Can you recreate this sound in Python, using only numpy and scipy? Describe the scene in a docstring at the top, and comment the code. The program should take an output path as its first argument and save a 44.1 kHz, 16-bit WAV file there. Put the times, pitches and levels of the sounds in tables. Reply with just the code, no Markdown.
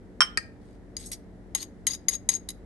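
"""A small kitchen, ringing faintly, with dull air noise and the hum of an appliance.
A metal utensil knocks once on the rim of a glass bowl and is put down with a clack on a stone counter.
Then cutlery clinks seven times on a dish; most clinks bounce, and most run on into a short gritty slide.
Each impact gives a crack of noise and excites the damped normal modes of the bodies in contact;
sliding friction drives the cutlery's modes with many tiny impulses, and stick-slip makes it squeak."""
import sys
import numpy as np
from scipy import signal
from scipy.fft import rfft, irfft
from scipy.io import wavfile
from scipy.ndimage import uniform_filter1d

SR = 44100
rng = np.random.default_rng(int(sys.argv[2]) if len(sys.argv) > 2 else 0)


def to_wav(sig):
    """Store sig (one row per channel, or 1-D mono) as 16-bit WAV at the path in sys.argv[1].

    Samples outside -1..1 are clipped; the rate is SR.
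    """
    pcm = np.clip(np.atleast_2d(sig), -1, 1) * 32767
    pcm = np.round(pcm).astype(np.int16)
    wavfile.write(sys.argv[1], SR, pcm.T)  # frames by channels


N = 116865
TIME = np.arange(N) / SR

# Air noise. Each row: frequency in Hz, relative spectral level in dB.
AIR_SPECTRUM = [(20, -19.5), (36, -15), (47, 2.5), (60, -5), (80, -4.5), (120, -7), (155, -15), (200, -8),
                (300, -10.5), (420, -14.5), (560, -18), (760, -22.5), (1120, -32.5), (1950, -31),
                (2500, -43), (8340, -50), (11400, -53.5), (13000, -66)]
# Likeness of the air noise at the two ears. Each row: frequency in Hz, correlation from 0 to 1.
AIR_CORRELATION = [(40, .7), (80, 0.38), (200, 0.92), (500, 0.69), (1500, 0.18), (8000, 0.082)]
# Appliance hum. Each row: frequency in Hz, rms level in dB, pan (left minus right) in dB.
HUM_PARTIALS = [(47.95, -57, 6.5), (90.7, -65, 9.5), (184.1, -56.5, 1), (238.5, -61, 0), (290.6, -60.5, -3),
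                (368.6, -63, 0.5), (451.3, -66.5, 1.5)]
# Kitchen reverberation. Each row: frequency in Hz, T60 (time to fall by 60 dB) in seconds.
REVERB_T60 = [(300, .35), (2000, 0.38), (4800, 0.28), (6500, 0.19), (11000, 0.21)]
# Echoes off the counter and jars. Each row: left delay in seconds, right delay in seconds, gain in dB.
EARLY_ECHOES = [(.0021, .0024, -21), (.0043, .0039, -27.5), (.0072, .0078, -21), (.0118, .0109, -15)]

# Normal modes of the bowl, the utensil on the counter, the cutlery on the dish and its loud tines.
# Each row: frequency in Hz, relative level in dB, T60 in seconds, pan in dB, left phase lead in radians.
BOWL_MODES = [(1054, -23.5, .1, 1, .7), (1234, -16, .075, 3, .8), (3108, -15.5, .08, -5, -2.6),
              (5414, -12, .085, 0, 1.1), (1414, -10, .06, 1, .8), (1530, -24, .11, 3, .8),
              (1836, -30, .12, 8, 0), (2035, -26, .12, 8, -.4), (2280, -31, .1, 7, 0),
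              (3160, -20, .06, 0, -2), (5296, -23, .06, 0, 1), (5503, -23, .06, 2, .8),
              (8298, -23, .085, -4, 2.7), (11700, -39, .08, 0, 2.7)]
COUNTER_MODES = [(1302, -35.5, 0.06, -16, 0), (1620, -19.5, 0.043, -1, 4.5),
                 (1842, -21.5, 0.051, 13.5, -4.5), (2440, -23, 0.027, 3, 1.5), (4520, -36.5, 0.085, -1, 5),
                 (4930, -26.5, 0.038, 9, 4.7), (4760, -33, 0.074, 3, 8.5), (6570, -30, 0.0095, 3, -2),
                 (8370, -37.5, 0.031, -19, 10)]
CUTLERY_MODES = [(1076, -45, 0.035, 18.5, 1), (2037, -31.5, 0.026, 24, -1.7),
                 (3080, -38, 0.048, -10.5, -0.1), (3830, -30.5, 0.023, -27, 1),
                 (3910, -27, 0.054, -4.5, -0.86), (4893, -19, 0.028, 6.5, -1.7),
                 (6100, -26.5, .035, -0.5, 0), (6527, -26.5, 0.041, 18.5, 0),
                 (7000, -21, 0.0446, -0.5, 0.5), (8140, -34.5, 0.045, -0.5, 0),
                 (8530, -26.5, 0.031, -12.5, 1), (10320, -27, 0.039, 1.5, 1),
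                 (11600, -30, 0.025, 4.5, 0.066)]
TINE_MODES = [(6505, -17, 0.012, 16.5, 0.0089), (6587, -9.5, 0.051, 14.5, 0.0058)]
# Contact noise of the impacts and slides. Each row: frequency in Hz, relative spectral level in dB.
BOWL_CRACK_SPECTRUM = [(200, -22), (600, -13), (1300, 5.5), (2600, -8), (5500, -10), (7200, -17),
                       (8700, -19.5), (10000, -57.5), (13000, -56.5)]
COUNTER_CRACK_SPECTRUM = [(90, 1.5), (220, 7), (600, -3), (1000, -7.5), (1700, 2.5), (2400, 4.5),
                          (3600, -9.5), (4800, 7), (5800, -5.5), (9500, -8), (11600, -20.5), (12600, -24)]
CUTLERY_CRACK_SPECTRUM = [(300, -26), (1000, -8), (1500, -17), (2050, -1.5), (2600, -9.5), (3300, -1),
                          (4900, -1), (6500, -2.5), (7500, -5.5), (8400, 11), (9400, -12.5), (10500, 12),
                          (11600, 3.5), (12400, -13.5)]
GRIT_SPECTRUM = [(400, -39.5), (1500, -13.5), (2100, -3.5), (2600, -10), (3200, -2.5), (4900, 1.5),
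                 (7300, -7.5), (8200, 7.5), (9400, -1.5), (11600, 2), (12300, -35.5)]
# Impacts and any rebounds. Each row: start in seconds, gain in dB, slope in dB per octave, pan in dB,
# gain of the main modes (for the cutlery, the tines) in dB, accent frequency in Hz, accent gain in dB.
BOWL_IMPACTS = [(0.2055, 1, 1.5, 0, 0, 1330, 1), (0.2128, -19, -3, -8, -0.5, 5830, 11),
                (0.2190, -18.5, -1, -2.5, 5, 3100, 11.5)]
COUNTER_IMPACTS = [(0.3733, 1, 1.5, 0.5, 1, 2157, 1.5)]
CUTLERY_IMPACTS = [(0.9665, -20, -1.5, 0, -2.5, 4850, 10), (1.1170, -19.5, -1.5, 1.5, -24, 5700, -11),
                   (1.5490, -7, -0.5, 1, -3.5, 3130, 7), (1.5537, -18.5, -6, -5, -23, 10500, -12.5),
                   (1.8680, -4, -0.5, -2, -12, 3000, 5.5), (1.8748, -19.5, -1.5, 1.5, 6.5, 6000, 8.5),
                   (1.9077, -30, 1.5, 2.5, 11.5, 4900, 20.5), (1.9332, -24.5, -2, 4.5, 1.5, 5000, 13.5),
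                   (2.0838, -9, -4, 5, 2, 4900, 6.5), (2.0895, -9, 8, -2.5, -13.5, 2050, 11),
                   (2.1297, -31.5, -3, 0.5, 14.5, 3900, -1), (2.1515, -27.5, 3, -3.5, 8, 6500, 3.5),
                   (2.2894, -2, -1, 0, -2.5, 8500, 4), (2.2965, -24, -6, 1.5, -11, 3900, 2.5),
                   (2.3378, -22, -1.5, 4, 5.5, 8400, 14), (2.3500, -29.5, 3, -2, 11.5, 6500, 5),
                   (2.4882, -13.5, -0.5, 0.5, -36, 4300, 9.5), (2.5030, -20.5, 0.5, 0.5, -10, 8700, -7)]
# Squeaks. Each row: start in seconds, length in seconds, first and last pitch in Hz, rms level in dB.
SQUEAK_GLIDES = [(0.995, 0.023, 7840, 8200, -52), (1.033, 0.02, 3890, 3870, -59),
                 (1.048, 0.028, 5240, 5570, -55.5), (1.048, .04, 7670, 8450, -52),
                 (1.055, 0.022, 9400, 9900, -55), (1.113, 0.037, 5690, 5740, -45.5),
                 (1.594, 0.023, 4300, 4300, -46), (1.899, 0.017, 4790, 4780, -45),
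                 (1.928, 0.024, 4930, 5160, -45.5), (2.338, 0.014, 5000, 4930, -46)]
# Slides on the dish. Each row: start in seconds, length in seconds, level in dB, swell in dB,
# slope in dB per octave, ringing relative to the grit in dB.
SLIDE_STROKES = [(0.607, 0.15, -72.5, 0, -6, -10), (0.981, 0.067, -51, -1, -1.5, -4.5),
                 (1.05, 0.049, -49, -10.5, 5.5, -2.5), (1.111, 0.027, -37.5, -3, 0, -8),
                 (1.564, 0.04, -47, -15, -4, -3.5), (1.597, 0.032, -46.5, 7.5, -1.5, 7),
                 (1.876, 0.028, -44, -4, -2.5, 8), (1.907, 0.042, -47.5, -1.5, 3.5, 10.5),
                 (2.099, 0.025, -50.5, 11.5, -1, 10.5), (2.126, 0.02, -46.5, 2.5, 2, 11.5),
                 (2.3, 0.037, -44, -2.5, -2, 6.5), (2.342, 0.022, -44.5, -5.5, 3, 7.5)]


def from_db(db):
    """Amplitude ratio of a level in decibels."""
    return 10 ** (np.asarray(db) / 20)


def unit_rms(x):
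    """Normalisation to unit mean power."""
    return x / np.sqrt(np.mean(x ** 2) + 1e-20)


def panned(db):
    """Interaural level difference as left and right gains."""
    return from_db(np.array([[.5], [-.5]]) * db)


def at_hz(points, hz):
    """Interpolation on a logarithmic frequency axis."""
    known_hz, values = np.transpose(points)
    return np.interp(np.log(hz + 1), np.log(known_hz), values)


def add(out, start_s, sound):
    """Superposition of a sound from a given time on."""
    i = int(start_s * SR)
    out[:, i:i + sound.shape[1]] += sound[:, :N - i]


def stereo_noise(size, correlation):
    """Partial coherence: white noise with a part common to both ears and a part in antiphase."""
    mid, side = rng.standard_normal((2, size))
    return (np.sqrt(1 + correlation) * mid + np.sqrt(1 - correlation) * side * [[1], [-1]]) / np.sqrt(2)


def tilt(hz, slope_db, accent_hz=6000, accent_db=0):
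    """Spectral weighting by a contact: a slope per octave about 6 kHz and a narrow peak or dip."""
    octaves = np.log2(np.maximum(hz, 500) / 6000)
    centre, width_octaves = np.log2(accent_hz / 6000), 0.14
    accent = np.exp(-.5 * ((octaves - centre) / width_octaves) ** 2)
    return from_db(slope_db * octaves + accent_db * accent)


def colour(x, spectrum, touch, size=4096):
    """Minimum-phase filtering at unit power gain, so that no sound precedes its cause."""
    hz = np.fft.rfftfreq(size, 1 / SR)
    gain = unit_rms(from_db(at_hz(spectrum, hz)) * tilt(hz, *touch))
    cepstrum = irfft(np.log(gain + 1e-9))
    cepstrum[1:size // 2] *= 2  # fold onto positive time
    cepstrum[size // 2 + 1:] = 0
    response = irfft(np.exp(rfft(cepstrum)))
    return signal.fftconvolve(x, response[None], axes=1)[:, :x.shape[1]]


def air_noise(level_db=-48.5):
    """Stationary noise, strongest and most alike at the two ears at low frequencies."""
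    hz = np.fft.rfftfreq(N, 1 / SR)
    correlation = at_hz(AIR_CORRELATION, hz)
    mid, side = rfft(rng.standard_normal((2, N))) * from_db(at_hz(AIR_SPECTRUM, hz))
    ears = np.sqrt(1 + correlation) * mid + np.sqrt(1 - correlation) * side * [[1], [-1]]
    return from_db(level_db) * panned(0.4) * unit_rms(irfft(ears, N))


def appliance_hum(waver_rad=0.8):
    """A line spectrum whose partials waver by slow random phase modulation."""
    out, knots_s = 0, np.linspace(0, TIME[-1], 24)
    for hz, db, pan_db in HUM_PARTIALS:
        waver = waver_rad * np.interp(TIME, knots_s, rng.standard_normal(len(knots_s)))
        out = out + np.sqrt(2) * from_db(db) * panned(pan_db) * np.sin(2 * np.pi * hz * TIME + waver)
    return out


def reverberation(x, tail_db, scatter_db=-17, scatter_t60=.07, lift_db_per_khz=0.2):
    """A diffuse field decays exponentially: quick nearby scatter, then a tail that dies band by band."""
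    t, tail = TIME[:SR // 2], 0
    edges_hz = np.geomspace(150, 16000, 11)
    white = rng.standard_normal((2, 2, len(t)))
    for k, (low, high) in enumerate(zip(edges_hz, edges_hz[1:])):
        band = signal.sosfilt(signal.butter(2, [low, high], "band", fs=SR, output="sos"), white[k % 2])
        hz = np.sqrt(low * high)
        tail = tail + band * from_db(lift_db_per_khz * hz / 1000 - 60 * t / at_hz(REVERB_T60, hz))
    scatter = stereo_noise(len(t), 0.067) * from_db(-60 * t / scatter_t60) * (t > .0015)
    response = from_db(tail_db) * unit_rms(tail * (t > .008)) + from_db(scatter_db) * unit_rms(scatter)
    return signal.fftconvolve(x, response / np.sqrt(len(t)), axes=1)[:, :N]


def reflections(x):
    """Specular reflection: each nearby surface returns a delayed, weaker copy."""
    out = np.zeros((2, N))
    for left_s, right_s, db in EARLY_ECHOES:
        for ear, delay_s in enumerate((left_s, right_s)):
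            out[ear] += from_db(db) * np.interp(TIME - delay_s, TIME, x[ear], left=0)
    return out


def ringing(modes, touch, vary_db):
    """Free vibration is a sum of damped normal modes; each contact weights them a little differently."""
    t, out = TIME[:SR // 3], 0
    for hz, db, t60, pan_db, lead_rad in modes:
        envelope = from_db(db + vary_db * rng.standard_normal() - 60 * t / t60) * tilt(hz, *touch)
        phase = 2 * np.pi * hz * t + lead_rad * np.array([[.5], [-.5]])
        out = out + envelope * panned(pan_db) * np.sin(phase)
    return out


def impacts(rows, main_modes, crack_spectrum, crack_db, crack_t60, attack_s, vary_db, other_modes=()):
    """Impulsive excitation: a contact cracks, and where it lands decides which modes ring most."""
    out, t = np.zeros((2, N)), TIME[:SR // 3]
    onset = 1 - np.exp(-(t / attack_s) ** 2)
    for start_s, db, slope_db, pan_db, main_db, accent_hz, accent_db in rows:
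        touch = (slope_db, accent_hz, accent_db)
        burst = stereo_noise(len(t), .6) * from_db(crack_db - 60 * t / crack_t60)
        crack = colour(burst, crack_spectrum, touch)
        ring = ringing(other_modes, touch, vary_db)
        ring = ring + from_db(main_db) * ringing(main_modes, touch, vary_db)
        add(out, start_s, from_db(db) * panned(pan_db) * (crack + ring * onset))
    return out


def bowl_knock():
    """Impact and rebound: metal chatters on the rim and excites the inharmonic modes of the glass."""
    return impacts(BOWL_IMPACTS, BOWL_MODES, BOWL_CRACK_SPECTRUM,
                   crack_db=-17, crack_t60=0.08, attack_s=.0004, vary_db=1)


def counter_clack():
    """Strong damping: the modes of the utensil set down on stone die quickly, heard as a clack."""
    return impacts(COUNTER_IMPACTS, COUNTER_MODES, COUNTER_CRACK_SPECTRUM,
                   crack_db=-16, crack_t60=0.019, attack_s=0.00075, vary_db=0.5)


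def squeaks(jitter_hz=110):
    """Stick-slip oscillation of the sliding edge gives brief tones of unsteady pitch."""
    out = np.zeros((2, N))
    for start_s, length_s, first_hz, last_hz, db in SQUEAK_GLIDES:
        progress = np.minimum(TIME[:SR // 10] / length_s, 1)
        jitter = unit_rms(uniform_filter1d(rng.standard_normal(len(progress)), size=60))
        hz = first_hz + (last_hz - first_hz) * progress + jitter_hz * jitter
        envelope = 2 * from_db(db) * np.sin(np.pi * progress)
        add(out, start_s, (envelope * np.sin(2 * np.pi * np.cumsum(hz) / SR))[None])
    return out


def slides(jerks_per_s=280, catches_per_s=3800, spread_db=2.2, attack_s=0.011, release_s=0.008):
    """Friction as forced vibration: the edge jerks through tiny catches that rasp and drive the modes."""
    out, t = np.zeros((2, N)), TIME[:SR // 4]
    jerk_times = np.arange(0, t[-1], 1 / jerks_per_s)
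    pressed_gain = from_db(-5)  # the tines ring less while pressed on the dish
    for start_s, length_s, db, swell_db, slope_db, ring_db in SLIDE_STROKES:
        caught = rng.random(len(t)) < catches_per_s / SR
        chatter_db = np.interp(t, jerk_times, rng.uniform(-3.45, 3, len(jerk_times)))
        catches = caught * from_db(chatter_db + spread_db * np.minimum(rng.exponential(1, len(t)), 4))
        envelope = np.minimum(t / attack_s, 1) * np.exp(-np.maximum(t - length_s, 0) / release_s)
        level = from_db(db + swell_db * (np.minimum(t / length_s, 1) - .5))
        force = unit_rms(catches * stereo_noise(len(t), 0.073)) * envelope * level
        body = ringing(CUTLERY_MODES, [slope_db], vary_db=5)
        tines = pressed_gain * ringing(TINE_MODES, [slope_db], vary_db=0.5)
        ring = signal.fftconvolve(force[:1], body + tines, axes=1)[:, :len(t)]
        grit = colour(force, GRIT_SPECTRUM, [slope_db])
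        add(out, start_s, grit + from_db(ring_db) * force.std() * unit_rms(ring))
    return out


def cutlery_clinks():
    """Repeated impact: each contact with the dish excites the modes of the cutlery and its tines."""
    return impacts(CUTLERY_IMPACTS, TINE_MODES, CUTLERY_CRACK_SPECTRUM, other_modes=CUTLERY_MODES,
                   crack_db=-13.5, crack_t60=0.026, attack_s=0.001, vary_db=1.5)


def scene():
    """Direct sound, echoes, reverberation and background superpose; knock and clack stir the room most."""
    blows = bowl_knock() + counter_clack()
    cutlery = cutlery_clinks() + slides() + squeaks()
    direct = blows + cutlery
    room = reverberation(blows, tail_db=-19) + reverberation(cutlery, tail_db=-22)
    return direct + reflections(direct) + room + air_noise() + appliance_hum()


def record(dry, ceiling=.9, cutoff_hz=12050):
    """Soft saturation rounds the highest peaks, and a steep low-pass filter limits the bandwidth."""
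    rounded = dry / (1 + (dry / ceiling) ** 8) ** (1 / 8)
    return signal.sosfilt(signal.ellip(10, .3, 70, cutoff_hz, fs=SR, output="sos"), rounded)


dry = scene()
out = record(dry)
to_wav(out)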